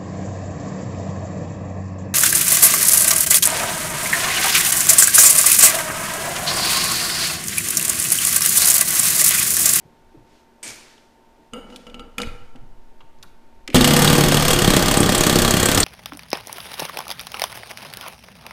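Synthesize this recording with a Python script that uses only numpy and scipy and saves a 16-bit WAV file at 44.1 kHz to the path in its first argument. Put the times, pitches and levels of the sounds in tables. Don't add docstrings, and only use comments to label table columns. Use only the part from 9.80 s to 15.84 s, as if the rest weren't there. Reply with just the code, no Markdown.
import sys
import numpy as np
from scipy import signal
from scipy.fft import rfft, irfft
from scipy.io import wavfile

SR = 44100
rng = np.random.default_rng(int(sys.argv[2]) if len(sys.argv) > 2 else 0)


def elevation(decibels):
    levels = np.asarray(decibels, float)
    return 10 ** (levels / 20)


def master(y):
    cut = np.clip(np.atleast_2d(y).T, -1, 1)
    pcm = np.round(cut * 32767)
    wavfile.write(sys.argv[1], SR, pcm.astype(np.int16))


N = 266364


def rms_one(x):
    return x / np.sqrt(np.mean(x ** 2) + 1e-20)


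def in_time(points):
    s, level_db = np.transpose(points)
    return np.interp(np.arange(N) / SR, s, level_db)


def at_hz(points, hz):
    table_hz, values = np.transpose(points)
    return np.interp(np.log(hz), np.log(table_hz), values)


def click_at(s):
    return 1. * (np.arange(N) == int(s * SR))


def colour(x, spectrum):
    cepstrum = irfft(np.log(elevation(at_hz(spectrum, np.linspace(1, SR / 2, 2049)))))
    cepstrum[1:2048] *= 2
    cepstrum[2049:] = 0
    return signal.fftconvolve(x, irfft(np.exp(rfft(cepstrum))))[:N]


def band(x, low_hz, high_hz):
    sos = signal.butter(2, [low_hz, min(high_hz, .45 * SR)], "band", fs=SR, output="sos")
    return signal.sosfilt(sos, x)


def ring(x, hz, t60):
    r = elevation(-60 / (t60 * SR))
    w = 2 * np.pi * hz / SR
    return signal.lfilter([0, np.sin(w)], [1, -2 * r * np.cos(w), r * r], x + 1e-18)


def resonances(x, peaks):
    out = 0
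    for hz, width, level_db in peaks:
        r = np.exp(-np.pi * width / SR)
        poles = [1, -2 * r * np.cos(2 * np.pi * hz / SR), r * r]
        out = out + elevation(level_db) * signal.lfilter([1 - r, 0, r - 1], poles, x)
    return out


def grains(per_s, spread_db):
    sizes = elevation(spread_db * np.minimum(rng.exponential(1, N), 4)) * rng.choice([-1, 1], N)
    return rms_one(sizes * (rng.random(N) < per_s / SR))


def pulses(times, levels_db, rise, fall):
    marks = np.zeros(N)
    marks[(np.array(times) * SR).astype(int)] = elevation(levels_db)
    t = np.arange(SR // 4) / SR
    shape = (1 - np.exp(-t / rise)) * np.exp(-t / fall)
    return signal.fftconvolve(marks, shape / shape.max())[:N]


def held(rows, attack_db_per_s, floor_db=-120):
    t = np.arange(N) / SR
    levels = []
    for start, end, level_db, release in rows:
        before, after = np.maximum(start - t, 0), np.maximum(t - end, 0)
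        levels.append(level_db - attack_db_per_s * before - release * after)
    return np.maximum(np.max(levels, axis=0), floor_db)


def struck(times, levels_db, modes, scatter_db, damping):
    out, at = np.zeros(N), (np.array(times) * SR).astype(int)
    luck = rng.standard_normal((len(at), len(modes)))
    for k, (hz, level_db, t60) in enumerate(modes):
        clicks = np.zeros(N)
        clicks[at] = elevation(levels_db + level_db + scatter_db * luck[:, k])
        out += ring(clicks, hz, t60 * damping)
    return out


def bursts(times, levels_db, centres_hz, lengths=.004, broad=0, span=1.324):
    noise, out = rng.standard_normal(N + SR), np.zeros(N + SR)
    t = np.arange(SR // 5) / SR
    starts, lengths = (times * SR).astype(int), np.broadcast_to(lengths, len(times))
    for start, level_db, hz, length in zip(starts, levels_db, centres_hz, lengths):
        burst = noise[start:start + len(t)]
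        tinted = rms_one(band(burst, hz / span, hz * span))
        shape = (1 - np.exp(-t / (0.046 * length))) * np.exp(-t / length)
        out[start:start + len(t)] += elevation(level_db) * (tinted + broad * band(burst, 1400, 7000)) * shape
    return out[:N]


def background():
    # (frequency [Hz], level [dB])
    yard = [(16, -9.5), (28, -21), (49, -16.5), (117, -25.5), (203, -22), (226, -19.5), (336, -20),
            (373, -18.5), (486, -21.5), (917, -22.5), (1260, -33), (1400, -30), (15500, -55)]
    # (frequency [Hz], width [Hz], rms level [dB])
    hum_lines = [(234, 5.4, -65), (368, 32, -69), (907, 3, -63.5)]
    # (start [s], end [s], level [dB], release [dB/s])
    rustles = [
        (.52, .6, -63.5, 150),
        (.98, 1.1, -53.5, 72),
        (1.93, 1.96, -57.5, 57),
        (2.43, 2.55, -59.5, 69),
        (3.42, 3.5, -77, 32),
    ]
    # (start [s], end [s], level [dB], release [dB/s])
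    nudges = [
        (.27, .4, -53, 100),
        (.9, 1.0, -61, 60),
        (1.48, 1.55, -60, 60),
        (1.78, 1.88, -47, 87),
        (2.12, 2.2, -43.5, 29),
        (2.44, 2.53, -39, 187),
        (2.9, 3.0, -51.5, 10),
        (3.45, 3.57, -55, 110),
        (3.76, 3.9, -49, 40),
    ]
    # (time [s], frequency [Hz], level [dB], t60 [s])
    swings = [
        (2.575, 5.25, -31, 6.5),
        (2.79, 20.7, -38, 1.3),
        (2.45, 17, -25, .5),
    ]
    t = np.arange(N) / SR
    noise = rng.standard_normal((4, N))
    hush = elevation(-59.5 + 3) * rms_one(colour(noise[0], yard))
    hiss = elevation(-76) * noise[3]
    hum = 0
    for hz, width, level_db in hum_lines:
        unsteady = resonances(noise[1], [(hz, width, 0)])
        hum = hum + elevation(level_db) * rms_one(unsteady + .4 * np.sin(2 * np.pi * hz * t))
    rustle = elevation(held(rustles, 150, floor_db=-76)) * rms_one(band(noise[2], 1060, 6000))
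    sway = np.sqrt(2) * np.sin(2 * np.pi * 21.5 * t)
    creak = elevation(-11.5) * rms_one(band(noise[1], 41, 77))
    nudged = elevation(held(nudges, 160, floor_db=-87)) * (sway + creak)
    swing = sum(elevation(level_db) * ring(click_at(s), hz, t60) for s, hz, level_db, t60 in swings)
    return hush + hiss + hum + rustle + nudged + swing


def ticks():
    # (time [s], crack level [dB], centre [Hz])
    dry_clicks = [(0.8775, -19, 6800), (1.1129, -38, 2397), (1.1797, -36, 2780), (1.96, -22, 3300),
                  (2.3194, -52, 2880), (2.417, -10, 3560), (2.7582, -32.5, 2500), (3.204, -49, 2930),
                  (3.3094, -51, 1520), (3.3856, -47, 4300), (3.4268, -21.5, 4060), (3.8764, -9, 2650),
                  (3.901, -19, 2500)]
    # (time [s], level [dB], centre [Hz], length [s])
    knocks = [(0.05, -43, 130, 0.021), (0.342, -44.5, 300, 0.031), (0.368, -49, 129, 0.046),
              (0.852, -44, 300, 0.022), (0.871, -46, 102, 0.03), (1.586, -53, 232, 0.026),
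              (1.961, -43, 8700, .006), (2.381, -31, 9000, .006), (2.417, -31, 7700, .006),
              (2.46, -27, 67, 0.023), (2.6, -47, 75, .06), (2.75, -49, 700, 0.021),
              (2.751, -36.5, 202, 0.016), (2.8, -47, 110, .06), (3.205, -47.5, 1130, 0.014),
              (3.206, -47, 2407, 0.0087), (3.23, -53, 130, 0.024), (3.37, -53, 85, 0.07),
              (3.429, -50, 10650, 0.01), (3.434, -42.5, 1290, 0.011), (3.45, -45.5, 170, 0.025),
              (3.876, -38, 1400, 0.012), (3.88, -33, 300, 0.037), (3.927, -36, 2400, .03),
              (3.933, -46, 9500, .008), (3.951, -21, 1900, 0.04)]
    s, crack_db, centre_hz = np.transpose(dry_clicks)
    return bursts(s, crack_db - 13.5, centre_hz, broad=0.87) + bursts(*np.transpose(knocks))


def rattle():
    # (start [s], end [s], level [dB], release [dB/s])
    shakes = [
        (.8295, .9, -29, 147),
    ]
    # (frequency [Hz], level [dB])
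    click_colour = [(120, -40), (200, -1), (842, -5.5), (923, -2), (1070, -9), (2290, 0.5), (3300, -5),
                    (6830, 0), (15500, -30.5)]
    # (frequency [Hz], width [Hz], level [dB])
    chuck = [(2320, 70, -2), (4510, 100, -8), (6770, 90, -2), (7420, 150, -1), (7950, 120, -3),
             (8400, 120, -2), (8930, 120, 0), (10300, 130, -8)]
    clicks = grains(7000, spread_db=3.5)
    voiced = rms_one(colour(clicks, click_colour)) + .4 * rms_one(resonances(clicks, chuck))
    first = bursts(np.array([.829]), [-31], [8400], .025, span=1.1)
    return elevation(held(shakes, attack_db_per_s=20000) - 7.5) * voiced + first


def taps():
    # (time [s], crack level [dB], bar ring level [dB], crack centre [Hz])
    touches = [(1.735, -17.5, -27, 7160), (1.9014, -26, -45, 2950), (1.926, -46, -44, 2930),
               (2.0679, -20, -35.5, 2760), (2.098, -25, -76, 2930), (2.1435, -17, -35.5, 3000),
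               (2.195, -19, -32, 3030), (2.382, 0.5, -23, 2700), (2.401, -5, -24, 1360),
               (2.4313, -7, -56, 2280), (2.4697, -21, -37, 2960)]
    # (frequency [Hz], level [dB], t60 [s])
    bar = [(490, -2, .35), (807, -8, .45), (1260, -7, .25), (1340, -1, .35), (2040, -12, .16),
           (2250, -11, .3), (2719, -9, .12), (2840, -7, .3), (2934, 1, .16), (2960, -8, .35),
           (3550, -24, .2), (4690, -17, .2), (4760, -17, .2), (6780, -21, .18), (6860, -22, .15),
           (8300, -22, .12), (8650, -23, .13), (9400, -21, .13), (9550, -23, .13), (11390, -28, .13),
           (12000, -29, .12)]
    # (start [s], end [s], level [dB], release [dB/s])
    chatter = [
        (1.738, 1.79, -24.5, 150),
        (1.82, 1.87, -38, 100),
        (1.9, 1.96, -36, 200),
        (2.07, 2.11, -37, 200),
        (2.145, 2.17, -44, 200),
        (2.2, 2.27, -40, 150),
        (2.384, 2.42, -27, 200),
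        (2.45, 2.62, -36.5, 90),
    ]
    # (start [s], end [s], level [dB], release [dB/s])
    rests = [
        (1.736, 1.79, -35.5, 200),
        (1.79, 1.96, -41, 94),
        (2.068, 2.26, -43, 180),
        (2.386, 2.41, -29.5, 131),
    ]
    # (frequency [Hz], width [Hz], level [dB])
    vice = [(237, 54, 10.5), (350, 160, -10), (462, 43, 5), (680, 150, -39), (794, 20, -12),
            (1350, 30, -3.5)]
    # (frequency [Hz], level [dB], t60 [s])
    jaw_modes = [(244, 1, 0.24), (486, -31, 0.22)]
    s, crack_db, ring_db, centre_hz = np.transpose(touches)
    contact = grains(1500, spread_db=2.0)
    rubbing = contact * elevation(held(chatter, attack_db_per_s=2000) - 53)
    rub = sum(elevation(level_db * 0.57) * ring(rubbing, hz, t60 * 0.31) for hz, level_db, t60 in bar)
    blows = struck(s, ring_db - 8.5, bar, scatter_db=2.5, damping=0.62)
    cracks = bursts(s, crack_db - 19.5, centre_hz, broad=0.9, span=1.23)
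    jaws = struck(s, ring_db / 2 - 23.5, jaw_modes, scatter_db=0.5, damping=1)
    hum = rms_one(band(resonances(contact, vice), 110, 1900))
    return cracks + blows + rub, jaws + elevation(held(rests, attack_db_per_s=2000) - 3.5) * hum


def strokes():
    # (time [s], bite level [dB], bench thump level [dB], squeal centre [Hz])
    ordinary = [(4.107, -6.5, -17.5, 3400), (4.135, -5, -14, 3130), (4.1648, -1.5, -23, 3370),
                (4.1914, -5, -18, 3490), (4.2198, -3.5, -17, 3400), (4.2455, -1, -12, 3820),
                (4.2996, -5.5, -11.5, 2870), (4.3293, -5, -11.5, 3300), (4.3522, -7.5, -14, 2530),
                (4.3812, -5, -9, 3290), (4.4085, -7, -16, 3370), (4.4849, -7, -18, 3350),
                (4.5204, -5, -21, 3900), (4.5435, -6, -13, 3130), (4.5698, -6.5, -18.5, 3260),
                (4.5972, -12, -27, 3010), (4.624, -8, -23, 3320), (4.6513, -7, -22, 3320),
                (4.6815, -3.5, -22, 3230), (4.7053, -3.5, -27, 3340), (4.7317, -5.5, -14, 7350),
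                (4.789, -5.5, -14, 2850), (4.8193, -5.5, -15, 7810), (4.8453, -5.5, -19, 3300),
                (4.9034, -3.5, -16.5, 4060), (4.9364, -3.5, -13, 3700), (4.9934, -10, -17, 3940),
                (5.0241, -6.5, -15, 5100), (5.0589, -8.5, -26, 4980), (5.0825, -5.5, -18, 3700),
                (5.1123, -5, -16, 8300), (5.23, -7, -17, 3500), (5.2607, -10.5, -20, 6470),
                (5.2916, -5, -18, 3690), (5.4966, -3.5, -15, 3850), (5.527, -9, -15.5, 3600),
                (5.5565, -3, -11.5, 4600), (5.5873, -3, -18, 3920), (5.619, -5.5, -18, 9000),
                (5.6482, -5.5, -16, 4010), (5.6784, -6, -16.5, 4010), (5.7385, -6, -13.5, 3320),
                (5.7678, -5, -17, 4080), (5.7978, -4, -20, 7500), (5.8292, -5.5, -13.5, 7600),
                (5.887, -5, -15, 3400), (5.915, -4.5, -18.5, 3280), (5.9758, -2, -17.5, 4970)]
    # (time [s], bite level [dB], bench thump level [dB], squeal over the bite [dB], squeal centre [Hz])
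    odd = [(3.9452, 0, -2.5, -1, 3480), (3.956, -2, -4, -3, 2500), (4.0086, -1.5, -5, 4.5, 3700),
           (4.0439, 1, -17, 1.5, 3100), (4.075, 0, -10, -24, 11200), (5.435, -2.5, -32, 0.5, 3900),
           (4.2752, -3, -6.5, 5.5, 3530), (4.437, -3, -10, 0, 3500), (4.4607, -13, -25, -12, 3080),
           (4.7612, -13, -10, 4.5, 3250), (4.8762, -2, -4.5, -1, 3800), (4.965, 0.5, -0.5, -12, 4040),
           (5.171, -4.5, -2.5, 5.5, 8260), (5.2025, -6, -2, 8.5, 8300), (5.1405, -4, -34, -2, 4240),
           (5.3215, -5.5, -13, -12, 3400), (5.348, -2, -20, -2, 8650), (5.3791, -6, -17.5, 4.5, 8000),
           (5.407, -2.5, -4.5, 3, 6900), (5.466, -1, -7.5, -12, 4300), (5.7075, -2, -12, 2, 7550),
           (5.8566, -3, -16, 5.5, 8140), (5.9462, -4.5, -31, 4.5, 7640), (6.0017, -6, -14, 10.5, 7950)]
    s, bite_db, thump_db, hz = np.transpose(ordinary)
    squeal_db = -3 + 1.9 * rng.standard_normal(len(s))
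    plain = np.transpose([s, bite_db + 2.0, thump_db + 5.0, squeal_db, hz])
    rows = np.vstack([plain, odd])
    snap_db = -13.5 + 1.3 * rng.standard_normal(len(rows))
    return *rows[np.argsort(rows[:, 0])].T, snap_db


def bench(s, thump_db, teeth, running, depth):
    # (frequency [Hz], level [dB], t60 [s])
    bench_modes = [(157, -9, 0.045), (185.7, 4.5, 0.079), (233, -11, 0.42), (274, 2, 0.086),
                   (300.4, -9.5, 0.26), (353, -5, 0.22), (420, -8, 0.12), (515, -13, 0.031),
                   (592, -16.5, 0.26), (819, -9.5, 0.2)]
    # (frequency [Hz], level [dB], t60 [s])
    jolt_modes = [(148.4, -17, 3.8), (177, -15, 0.36), (252, -7.5, 0.61), (225.4, -18, 2.6),
                  (460, -14.5, 0.34), (500, -19, 0.75)]
    crank_hz = 99.5
    crank_modes = [(crank_hz, 0, .3), (crank_hz * 2 / 3, -10, .3), (368, -3, .25)]
    shake_db, push_db = -16.5 - 5 * depth, -32 + 6 * depth
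    thumps = struck(s + 0.00279, thump_db - 9.0, bench_modes, scatter_db=4.5, damping=0.44)
    shudder = sum(elevation(level_db) * ring(teeth, hz, t60) for hz, level_db, t60 in bench_modes)
    crank = struck(s, 0, crank_modes, scatter_db=3, damping=1)
    vice_sway = rms_one(band(band(rng.standard_normal(N), 14, 38), 14, 38))
    steady = elevation(shake_db - 5.0) * rms_one(shudder) + elevation(-27) * vice_sway + elevation(push_db - 1.0) * crank
    catch = click_at(s[0])
    jolt = sum(elevation(level_db) * ring(catch, hz, t60) for hz, level_db, t60 in jolt_modes)
    return band(thumps, 90, 3000) + jolt + running * steady


def cutting(s, bite_db, squeal_db, squeal_hz, snap_db, teeth, running, depth):
    # (frequency [Hz], density [dB per Hz])
    tooth_colour = [(290, -34), (500, -1.5), (1040, -6.5), (1180, -6.5), (2330, -9), (3240, -10),
                    (5830, -9.5), (8480, -6.5), (10500, -15.5), (14400, -16.5), (15500, -9.5)]
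    # (frequency [Hz], width [Hz], level [dB])
    blade_peaks = [(768, 65, -3.5), (1182, 89, 4.5), (1582, 46, -2), (1822, 130, -2.5), (2870, 45, -5.5),
                   (3260, 143, 2.5), (4290, 126, -3.5), (6200, 52, -6), (8190, 64, -5), (8870, 57, -5)]
    # (frequency [Hz], width [Hz], level [dB])
    bar_peaks = [(484, 25, 4), (2870, 80, -6), (4690, 50, -5), (5250, 60, -5), (6520, 100, -8),
                 (7770, 68, -3), (8670, 43, 1), (9370, 70, 1), (9550, 60, -1), (11380, 70, 3),
                 (12000, 90, -2), (12800, 83, -3), (14000, 90, -4)]
    # (time [s], level [dB], centre [Hz])
    second_bites = [(3.965, 9, 3300), (3.98, 0, 7800), (4.363, -2, 6800), (4.3864, -7, 5000),
                    (4.4623, -5, 3130), (4.514, 5, 3000), (4.6074, 2, 4520), (4.711, 5, 8300),
                    (4.738, 3, 7000), (5.08, -5, 5000), (5.2374, -12, 3890), (5.352, 2, 3360),
                    (5.565, -6, 6040), (5.595, -4, 8000), (6.0304, 11, 4170)]
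    # (time [s], level [dB])
    settling = [
        (3.9, -31),
        (4.3, -31),
        (4.7, -33),
        (4.85, -42),
        (6.04, -44),
    ]
    slip_s, slip_db, slip_hz = np.transpose(second_bites)
    free_db = in_time(settling)
    blade = rms_one(resonances(teeth, blade_peaks))
    voiced = rms_one(colour(teeth, tooth_colour)) + elevation(-15.5) * blade
    stroke = pulses(s - .001, bite_db - 10.0, rise=0.0018, fall=0.0036)
    drag = pulses(s + 0.0043, bite_db - 23.0, rise=0.0038, fall=0.014)
    snap = pulses(s, bite_db + snap_db - 10.5, rise=.0009, fall=0.0023) * rms_one(band(teeth, 9000, 13100))
    squeal = bursts(s + 0.0014, bite_db + squeal_db - 10.0, squeal_hz, span=1.12)
    slips = bursts(slip_s, slip_db - 21, slip_hz, broad=1.0, span=1.25)
    grind_db = -10 - 3.5 * depth
    grind = running * elevation(grind_db - 14.0) * (band(voiced, 220, 6630) + elevation(-13.5) * blade)
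    whistle = rms_one(resonances(teeth, [(14700, 400, 0)]))
    air = (stroke + drag) * voiced + grind + squeal + snap + slips
    air = air + (running * elevation(-47) + elevation(-22) * stroke) * whistle
    air = air + running * elevation(free_db - 3.5) * band(voiced, 9300, 10700)
    return air + elevation(free_db) * rms_one(resonances(air, bar_peaks))


def saw():
    s, bite_db, thump_db, squeal_db, squeal_hz, snap_db = strokes()
    t = np.arange(N) / SR
    depth = np.interp(t, [s[0], s[-1]], [0, 1])
    running = np.clip((t - s[0]) / 0.005, 0, 1)
    teeth = grains(9000, spread_db=2.0)
    air = cutting(s, bite_db, squeal_db, squeal_hz, snap_db, teeth, running, depth)
    return air, bench(s, thump_db, teeth, running, depth)


def garage(x):
    # (frequency [Hz], t60 [s])
    decay = [(150, 0.94), (1000, 1), (4000, 0.28), (12000, 0.46)]
    t, tail = np.arange(SR) / SR, 0
    noise = rng.standard_normal((2, SR))
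    for k, hz in enumerate(100 * 2 ** np.arange(0, 7.5, .5)):
        tail = tail + band(noise[k % 2], hz, hz * np.sqrt(2)) * elevation(-60 * t / at_hz(decay, hz))
    tail = tail * np.clip((t - .006) / 0.035, 0, 1)
    return signal.fftconvolve(x, tail / np.sqrt(np.sum(tail ** 2)))[:N]


def scene():
    tick, loose = ticks(), rattle()
    tap, vice = taps()
    cut, shake = saw()
    wet = elevation(-12.0) * tick + elevation(-11.5) * loose + elevation(-14.0) * tap + elevation(-10) * cut + elevation(-13.5) * shake
    return (background() + tick + loose + tap + vice + cut + shake + garage(wet))[None]


def band_limit(x):
    return signal.sosfilt(signal.butter(12, 15800, fs=SR, output="sos"), x)


def record(dry):
    limited = np.tanh(dry * 1.05) * .96
    mix = signal.sosfilt(signal.cheby2(12, 60, 16000, fs=SR, output="sos"), limited)
    return band_limit(mix)


dry = scene()
out = record(dry)
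master(out)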